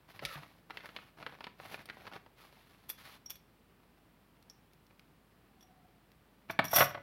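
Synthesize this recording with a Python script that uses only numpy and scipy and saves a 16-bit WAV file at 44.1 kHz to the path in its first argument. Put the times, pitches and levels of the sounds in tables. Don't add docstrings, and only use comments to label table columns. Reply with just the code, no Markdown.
import sys
import numpy as np
from scipy import signal
from scipy.io import wavfile
from scipy.ndimage import map_coordinates

SR = 44100
rng = np.random.default_rng(int(sys.argv[2]) if len(sys.argv) > 2 else 0)


def bounce(signal):
    frames = np.transpose(np.atleast_2d(signal))
    limited = np.clip(frames, -1, 1)
    pcm = np.round(limited * 32767).astype(np.int16)
    wavfile.write(sys.argv[1], SR, pcm)


N = 309582
TIME = np.arange(N) / SR
HIT_TIME = TIME[:8192]

# start in seconds, level in dB, hardness as a cut-off in Hz.
LANDINGS = [(6.4984, -34.5, 2100), (6.591, -20.5, 2880), (6.642, -39, 1600), (6.7311, -27.5, 1000),
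            (6.761, -29.5, 1305), (6.782, -24.5, 1700), (6.807, -18, 1900), (6.8215, -22.5, 2220),
            (6.9095, -43.5, 1700), (6.9475, -38, 1750), (6.9746, -44, 1406)]
# pitch in Hz, relative level in dB, t60 in seconds.
BOX_MODES = [(143.3, -20, 0.17), (565, -7.5, 0.14), (614, -7, 0.083), (704, 2, 0.049), (1119, -3, 0.065),
             (1314, -6.5, 0.058), (1482, 1, 0.038), (1980, -2, 0.053), (2266, -8, 0.028)]
# pitch in Hz, relative dB, t60 in seconds.
BOARD_MODES = [(5690, 0, .045), (5520, -5, .035), (5880, -10, .022)]
EDGE_MODES = [(3430, -6, .04), (7600, -15, .03), (10170, -10, .03), (11620, 0, .038), (13300, -1, .025),
              (13920, -1, .035)]
# start in seconds, main ring in dB, edge tick in dB.
BOARD_CLICKS = [(2.8932, -54, -44), (2.9005, -56, -37.5), (3.2607, -45.5, -60), (3.299, -52, -52),
                (3.3048, -47.5, -41.5), (3.356, -69, -56), (4.499, -52.5, -63), (5.609, -67, -65.5),
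                (5.627, -63, -65), (6.509, -56, -49), (6.6441, -53, -45.5), (6.653, -47, -40.5),
                (6.681, -44, -54), (6.7351, -46, -48), (6.7457, -33, -41), (6.761, -34, -24.5),
                (6.7681, -38, -25), (6.8419, -47, -41)]
# start in seconds, level in dB, tone centre in Hz.
BOARD_TAPS = [(4.4265, -67, 3900), (4.7344, -67.5, 3750), (4.867, -69.5, 3900), (4.9952, -59, 1890),
              (6.1178, -66.5, 2600)]
# start in seconds, level in dB, tone centre in Hz.
CREASE_POPS = [(0.193, -45.5, 2120), (0.2241, -46, 600), (0.356, -47, 2100), (0.434, -51, 1420),
               (0.6998, -50.5, 930), (0.7066, -42.5, 1610), (0.772, -41, 2380), (0.8063, -53, 2200),
               (0.8572, -57.5, 12500), (0.8583, -47, 1440), (0.8909, -49, 1410), (0.964, -40.5, 2700),
               (0.9879, -50, 1490), (1.227, -46, 1700), (1.2647, -37.5, 1355), (1.324, -53, 1000),
               (1.4071, -45, 1190), (1.442, -44, 2880), (1.4688, -43.5, 1210), (1.6, -46.5, 1006),
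               (1.7437, -40.5, 1800), (1.792, -52, 1510), (1.857, -53.5, 11700), (1.8895, -49.5, 2300),
               (1.8989, -41, 1700), (1.9704, -52.5, 890), (2.0683, -46.5, 1680), (2.076, -46.5, 1520),
               (2.263, -55.5, 840)]
# start and end in seconds, crinkle and hiss in relative dB, swell over the move in dB.
HAND_STROKES = [(0.085, 0.112, -60, -70, -1.5), (0.143, 0.161, -51.5, -65, 0),
                (0.217, 0.234, -41.5, -60, -1), (0.275, 0.344, -75, -60, -1.5),
                (0.358, 0.591, -60, -74, -15.5), (0.696, 1.088, -61, -75.5, 0.5),
                (1.173, 1.453, -58.5, -77.5, -9), (1.587, 1.749, -54.5, -66, 9.5),
                (1.775, 1.811, -49, -67.5, -2.5), (1.867, 2.081, -56.5, -74.5, 6.5),
                (2.116, 2.157, -50, -71, 3), (2.372, 2.456, -62.5, -71, -2.5), (2.426, 2.94, -68, -77, -5),
                (2.981, 3.155, -62, -66, -3), (6.487, 6.498, -49.5, -68.5, 10.5)]
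# frequency in Hz, relative level in dB.
CARDBOARD_EQ = [(50, -13), (110, -1.5), (450, -2.5), (680, 1), (1600, -0.5), (4400, -3.5), (6000, -23.5),
                (11000, -10)]
TICK_EQ = [(350, -12.5), (1200, -6), (3800, -2), (6000, -4.5), (8000, -15), (10500, -0.5), (14000, 7.5),
           (16000, -9)]
POP_EQ = [(50, -17), (130, 12), (700, 5.5), (4500, -2), (6000, -16), (8000, -25), (11000, -18),
          (16000, -21)]
CRINKLE_EQ = [(45, -45), (120, 6), (480, 5.5), (700, 9.5), (1000, 5), (2500, 3.5), (4300, -6),
              (6000, -11.5), (8000, -64)]
FOAM_EQ = [(300, -39), (1000, 10.5), (4200, 7), (8000, -10.5), (11000, 0), (16000, -6)]
BLADE_EQ = [(100, -2), (900, -16.5), (2900, -0.5), (5500, -10), (8000, -25), (10500, -14), (16000, -31)]
AIR_EQ = [(35, -47), (60, -4.5), (185, 0), (550, -11), (968, -12.5), (3040, -21), (4900, -26.5),
          (6430, -33), (16000, -27)]
# frequency in Hz, t60 in seconds.
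ROOM_DECAY = [(100, 1), (600, 0.23), (2000, 0.39), (5600, 0.3), (14000, 0.14)]

SLIP_S, POUR_S, SETTLE_S = 6.642, 6.765, 6.812
GATHER_DB_PER_S, SETTLE_DB_PER_S = 324, 347
LOADED_S, EMPTY_PITCH_RATIO, EMPTY_DECAY_RATIO, PILE_LOW_DB = 6.7, 1.15, 0.51, -8.5


def box_landings():
    out = np.zeros(N)
    age = HIT_TIME / 0.013
    thud = age * np.exp(1 - age) * np.sin(2 * np.pi * 108 * HIT_TIME)
    for s, db, hard_hz in LANDINGS:
        knock = box_knock(hard_hz, load=float(s > LOADED_S), detune=0.0065)
        add(out, s, amp(db) * (knock + amp(-21.5) * thud))
    return out


def box_knock(hard_hz, load, detune, count=6, gap_s=0.0013):
    soft = lambda hz: 1 / np.hypot(1, (hz / hard_hz) ** 2)
    muffled = lambda hz: soft(hz) * amp(PILE_LOW_DB * load / (1 + (hz / 520) ** 10))
    contacts = burst(decay_s=0.01, flutter=1)
    for k in range(1, count):
        s = (k + rng.uniform(-.5, .5)) * gap_s
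        add(contacts, s, rng.choice([-1, 1], 1) * rng.uniform(0.33, 1))
    slap = unit_hit(colour(contacts, CARDBOARD_EQ, muffled))
    pitch, sustain = EMPTY_PITCH_RATIO ** (1 - load), EMPTY_DECAY_RATIO ** (1 - load)
    modes = [(hz * pitch, db + 20 * np.log10(soft(hz)), t60 * sustain) for hz, db, t60 in BOX_MODES]
    attack = 1 - np.exp(-HIT_TIME / (2 * gap_s))
    return unit_hit(slap + amp(-0.5) * unit_hit(attack * ring(modes, detune)))


def board_clatter(count=14):
    first = round(SLIP_S * SR)
    t = TIME[first:]
    flow_db = -GATHER_DB_PER_S * np.maximum(POUR_S - t, 0)
    flow_db -= SETTLE_DB_PER_S * np.maximum(t - SETTLE_S, 0)
    hit_gain = amp(-28.5 + flow_db)
    jingle_gain = amp(-33.5 + 0.9 * flow_db)
    choke = np.exp(-HIT_TIME / 0.059)
    out = np.zeros(N)
    for _ in range(count):
        jingle = choke * (ring(BOARD_MODES, detune=.008) + amp(-3) * ring(EDGE_MODES, detune=.012))
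        hit = choke * (edge_tick(30000) + amp(-6) * box_knock(3000, load=1, detune=0.0063))
        collisions = grains(per_s=60, spread_db=3.5)[first:]
        for gain, sound in (hit_gain, hit), (jingle_gain, jingle):
            add(out, SLIP_S, signal.fftconvolve(gain * collisions, sound / np.linalg.norm(sound)))
    return out / np.sqrt(count)


def board_clicks(slide_samples=400):
    out = np.zeros(N)
    held = np.exp(-HIT_TIME / 0.017)
    for s, ring_db, tick_db in BOARD_CLICKS:
        chatter = burst(decay_s=0.005, flutter=0.88)
        body = signal.fftconvolve(held * ring(BOARD_MODES, detune=.004), chatter)[:len(HIT_TIME)]
        tick = amp(tick_db) * edge_tick(hard_hz=16000 * amp(0.54 * (tick_db + 34)))
        slide = rng.standard_normal(slide_samples) * np.linspace(0, 1, slide_samples)
        lead_in = signal.fftconvolve(slide / np.linalg.norm(slide), tick)
        add(out, s - slide_samples / SR, amp(-9.5) * lead_in)
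        add(out, s, amp(ring_db) * unit_hit(body) + tick)
    return out


def edge_tick(hard_hz):
    soft = lambda hz: 1 / np.hypot(1, hz / hard_hz)
    crack = unit_hit(colour(burst(decay_s=0.011, flutter=1.14), TICK_EQ, soft))
    modes = [(hz, db + 20 * np.log10(soft(hz)), t60) for hz, db, t60 in EDGE_MODES]
    return unit_hit(crack + amp(-1.8) * ring(modes, detune=0.0076))


def bag_pops():
    out = np.zeros(N)
    for s, db, centre_hz in CREASE_POPS:
        tone = lambda hz: band(hz, centre_hz, q=1.3) + amp(-20)
        pop = unit_hit(colour(burst(decay_s=0.0053, flutter=1.42), POP_EQ, tone))
        panel = ring([(.82 * centre_hz, 0, .03)], detune=0.042)
        add(out, s, amp(db) * unit_hit(pop + amp(-10) * panel))
    return out


def scissors():
    slips = grains(per_s=900, spread_db=3) * amp(2 * drift(90))
    closing = np.interp(TIME, [.318, .352], [1, .89])
    pitch = closing * np.exp(.012 * drift(120))
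    scrape = sum(amp(db) * resonate(resonate(slips, hz * pitch, width), hz * pitch, width)
                 for hz, width, db in [(1325, 73, -51.5), (1800, 500, -57), (2760, 150, -59)])
    out = scrape * gesture(0.225, 0.355, rise=.004, fall=0.043)
    handle_hum = resonate(slips, 554, 28)
    out += amp(-57) * handle_hum * gesture(0.218, 0.35, rise=0.0034, fall=0.057)
    crack = unit_hit(colour(burst(decay_s=0.007, flutter=2.5), BLADE_EQ))
    add(out, .2514, amp(-34) * crack)
    for s, db, t60 in [(.243, -52, 0.13), (.357, -48.5, 0.27)]:
        add(out, s, amp(db) * ring([(145, 0, t60)], detune=0))
    return out


def hand_rubbing():
    crinkle_gain, hiss_gain, wake = np.zeros((3, N))
    for start, end, crinkle_db, hiss_db, swell_db in HAND_STROKES:
        effort = amp(swell_db * np.interp(TIME, [start, end], [-.5, .5]))
        bend = effort * gesture(start, end, rise=0.0033, fall=0.024)
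        slide = effort * gesture(start, end, rise=0.011, fall=0.035)
        crinkle_gain = np.maximum(crinkle_gain, amp(crinkle_db) * bend)
        hiss_gain = np.maximum(hiss_gain, amp(hiss_db) * slide)
    for s, db, _ in CREASE_POPS:
        add(wake, s, amp(db - 17) * np.exp(-HIT_TIME / 0.0082))
    crinkle_gain = np.hypot(crinkle_gain, wake)
    grip = unit(amp(4.2 * drift(55)))
    per_s = 150 + 800 * (hiss_gain / amp(-68.5)) ** 2
    finger_bumps = resonate(resonate(rng.standard_normal(N), 119, 90), 119, 90)
    foam = unit(colour(grains(per_s=9000, spread_db=4.5) * np.sqrt(grip), FOAM_EQ))
    crinkle = grip * film_crackles(per_s) + amp(-10) * finger_bumps
    return crinkle_gain * crinkle + amp(9) * hiss_gain * foam


def film_crackles(per_s, count=12, low_hz=686, high_hz=2825, decay_cycles=5.2):
    cracks, panels = np.zeros((2, N))
    for hz in np.geomspace(low_hz, high_hz, count):
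        train = grains(per_s / count, spread_db=2.5)
        panel = np.sin(2 * np.pi * hz * HIT_TIME) * np.exp(-hz * HIT_TIME / decay_cycles)
        cracks += train
        panels += signal.oaconvolve(train, unit(panel))[:N]
    return unit(unit(colour(cracks, CRINKLE_EQ)) + amp(-2.5) * unit(colour(panels, CRINKLE_EQ)))


def board_taps():
    out = np.zeros(N)
    for s, db, centre_hz in BOARD_TAPS:
        tone = lambda hz: band(hz, centre_hz, q=0.62) ** 2
        add(out, s, amp(db) * unit_hit(colour(burst(decay_s=0.0026, flutter=1), TICK_EQ, tone)))
    return out


def room_reverb(x):
    echoes = rng.standard_normal(SR // 2) * (rng.random(SR // 2) < 4000 / SR)
    hz, t, spectrum = signal.stft(echoes, SR, nperseg=256)
    decay = amp(-60 * t / curve_at(ROOM_DECAY, hz)[:, None])
    tail = signal.istft(spectrum * decay, SR, nperseg=256)[1]
    tail *= np.clip(np.arange(len(tail)) / SR / 0.0013, 0, 1)
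    return signal.fftconvolve(x, tail / np.linalg.norm(tail))[:N]


def room_tone(whine_peak_s=5.745, sag_hz_per_s=140):
    air = amp(-66.5) * unit(colour(rng.standard_normal(N), AIR_EQ))
    hum = amp(-72) * np.sin(2 * np.pi * 50 * TIME)
    from_peak = TIME - whine_peak_s
    whine_hz = 745 - sag_hz_per_s * from_peak
    whine = resonate(resonate(rng.standard_normal(N), whine_hz, 50), whine_hz, 56)
    return air + hum + amp(-70) * whine * np.exp(-(from_peak / 0.23) ** 2)


def burst(decay_s, flutter):
    x = rng.standard_normal(len(HIT_TIME)) * np.exp(-HIT_TIME / decay_s)
    x *= flutter / np.linalg.norm(x)
    x[0] = 1
    return x


def ring(modes, detune):
    hz, db, t60 = np.transpose(modes)[:, :, None]
    tuning, strength, polarity = rng.standard_normal((3, len(modes), 1))
    waves = np.sign(polarity) * np.sin(2 * np.pi * hz * (1 + detune * tuning) * HIT_TIME)
    return unit_hit((amp(db + 2 * strength - 60 * HIT_TIME / t60) * waves).sum(0))


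def grains(per_s, spread_db):
    size = amp(spread_db * np.minimum(rng.exponential(1, N), 4)) / np.sqrt(per_s)
    return unit(size * rng.choice([-1, 1], N) * (rng.random(N) < per_s / SR))


def drift(per_s):
    return unit(map_coordinates(rng.standard_normal(2048), [TIME * per_s], order=1, mode="wrap"))


def gesture(start, end, rise, fall):
    end = max(end, start + 2 * rise)
    times = [start - rise, start + rise, (start + end) / 2 + rise, end, end + fall]
    return np.interp(TIME, times, [0.016, 0.66, 0.85, 0.81, 0.011])


def colour(x, eq, shape=lambda hz: 1):
    hz = abs(np.fft.fftfreq(2048, 1 / SR))
    log_gain = np.log(amp(curve_at(eq, hz)) * shape(hz) + 1e-5)
    impulse = np.fft.ifft(np.exp(np.conj(signal.hilbert(log_gain)))).real
    return signal.fftconvolve(x, impulse)[:len(x)]


def resonate(x, hz, width_hz):
    carrier = np.exp(2j * np.pi * np.cumsum(hz * np.ones(len(x))) / SR)
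    pole = np.exp(-np.pi * width_hz / SR)
    return unit((carrier * signal.lfilter([1 - pole], [1, -pole], x / carrier)).real)


def band(hz, centre_hz, q):
    return 1 / np.hypot(1, q * (hz / centre_hz - centre_hz / (hz + 1)))


def curve_at(points, hz):
    point_hz, value = np.transpose(points)
    return np.interp(np.log(hz + 1), np.log(point_hz + 1), value)


def amp(db):
    return 10 ** (np.asarray(db) / 20)


def unit(x):
    return x / np.sqrt(np.mean(x ** 2) + 1e-20)


def unit_hit(x):
    return x / np.sqrt(np.mean(x[:309] ** 2) + 1e-20)


def add(mix, s, sound):
    part = mix[round(s * SR):][:len(sound)]
    part += sound[:len(part)]


def scene():
    close = hand_rubbing() + bag_pops() + scissors()
    close += board_clicks() + board_taps() + board_clatter() + box_landings()
    return (close + amp(-12.5) * room_reverb(close) + room_tone())[None]


def record(dry):
    low_cut = signal.butter(4, 42, "high", fs=SR, output="sos")
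    high_cut = signal.firwin(511, 16000, window=("kaiser", 9), fs=SR)
    return signal.oaconvolve(signal.sosfilt(low_cut, dry), high_cut[None], "same")


dry = scene()
out = record(dry)
bounce(out)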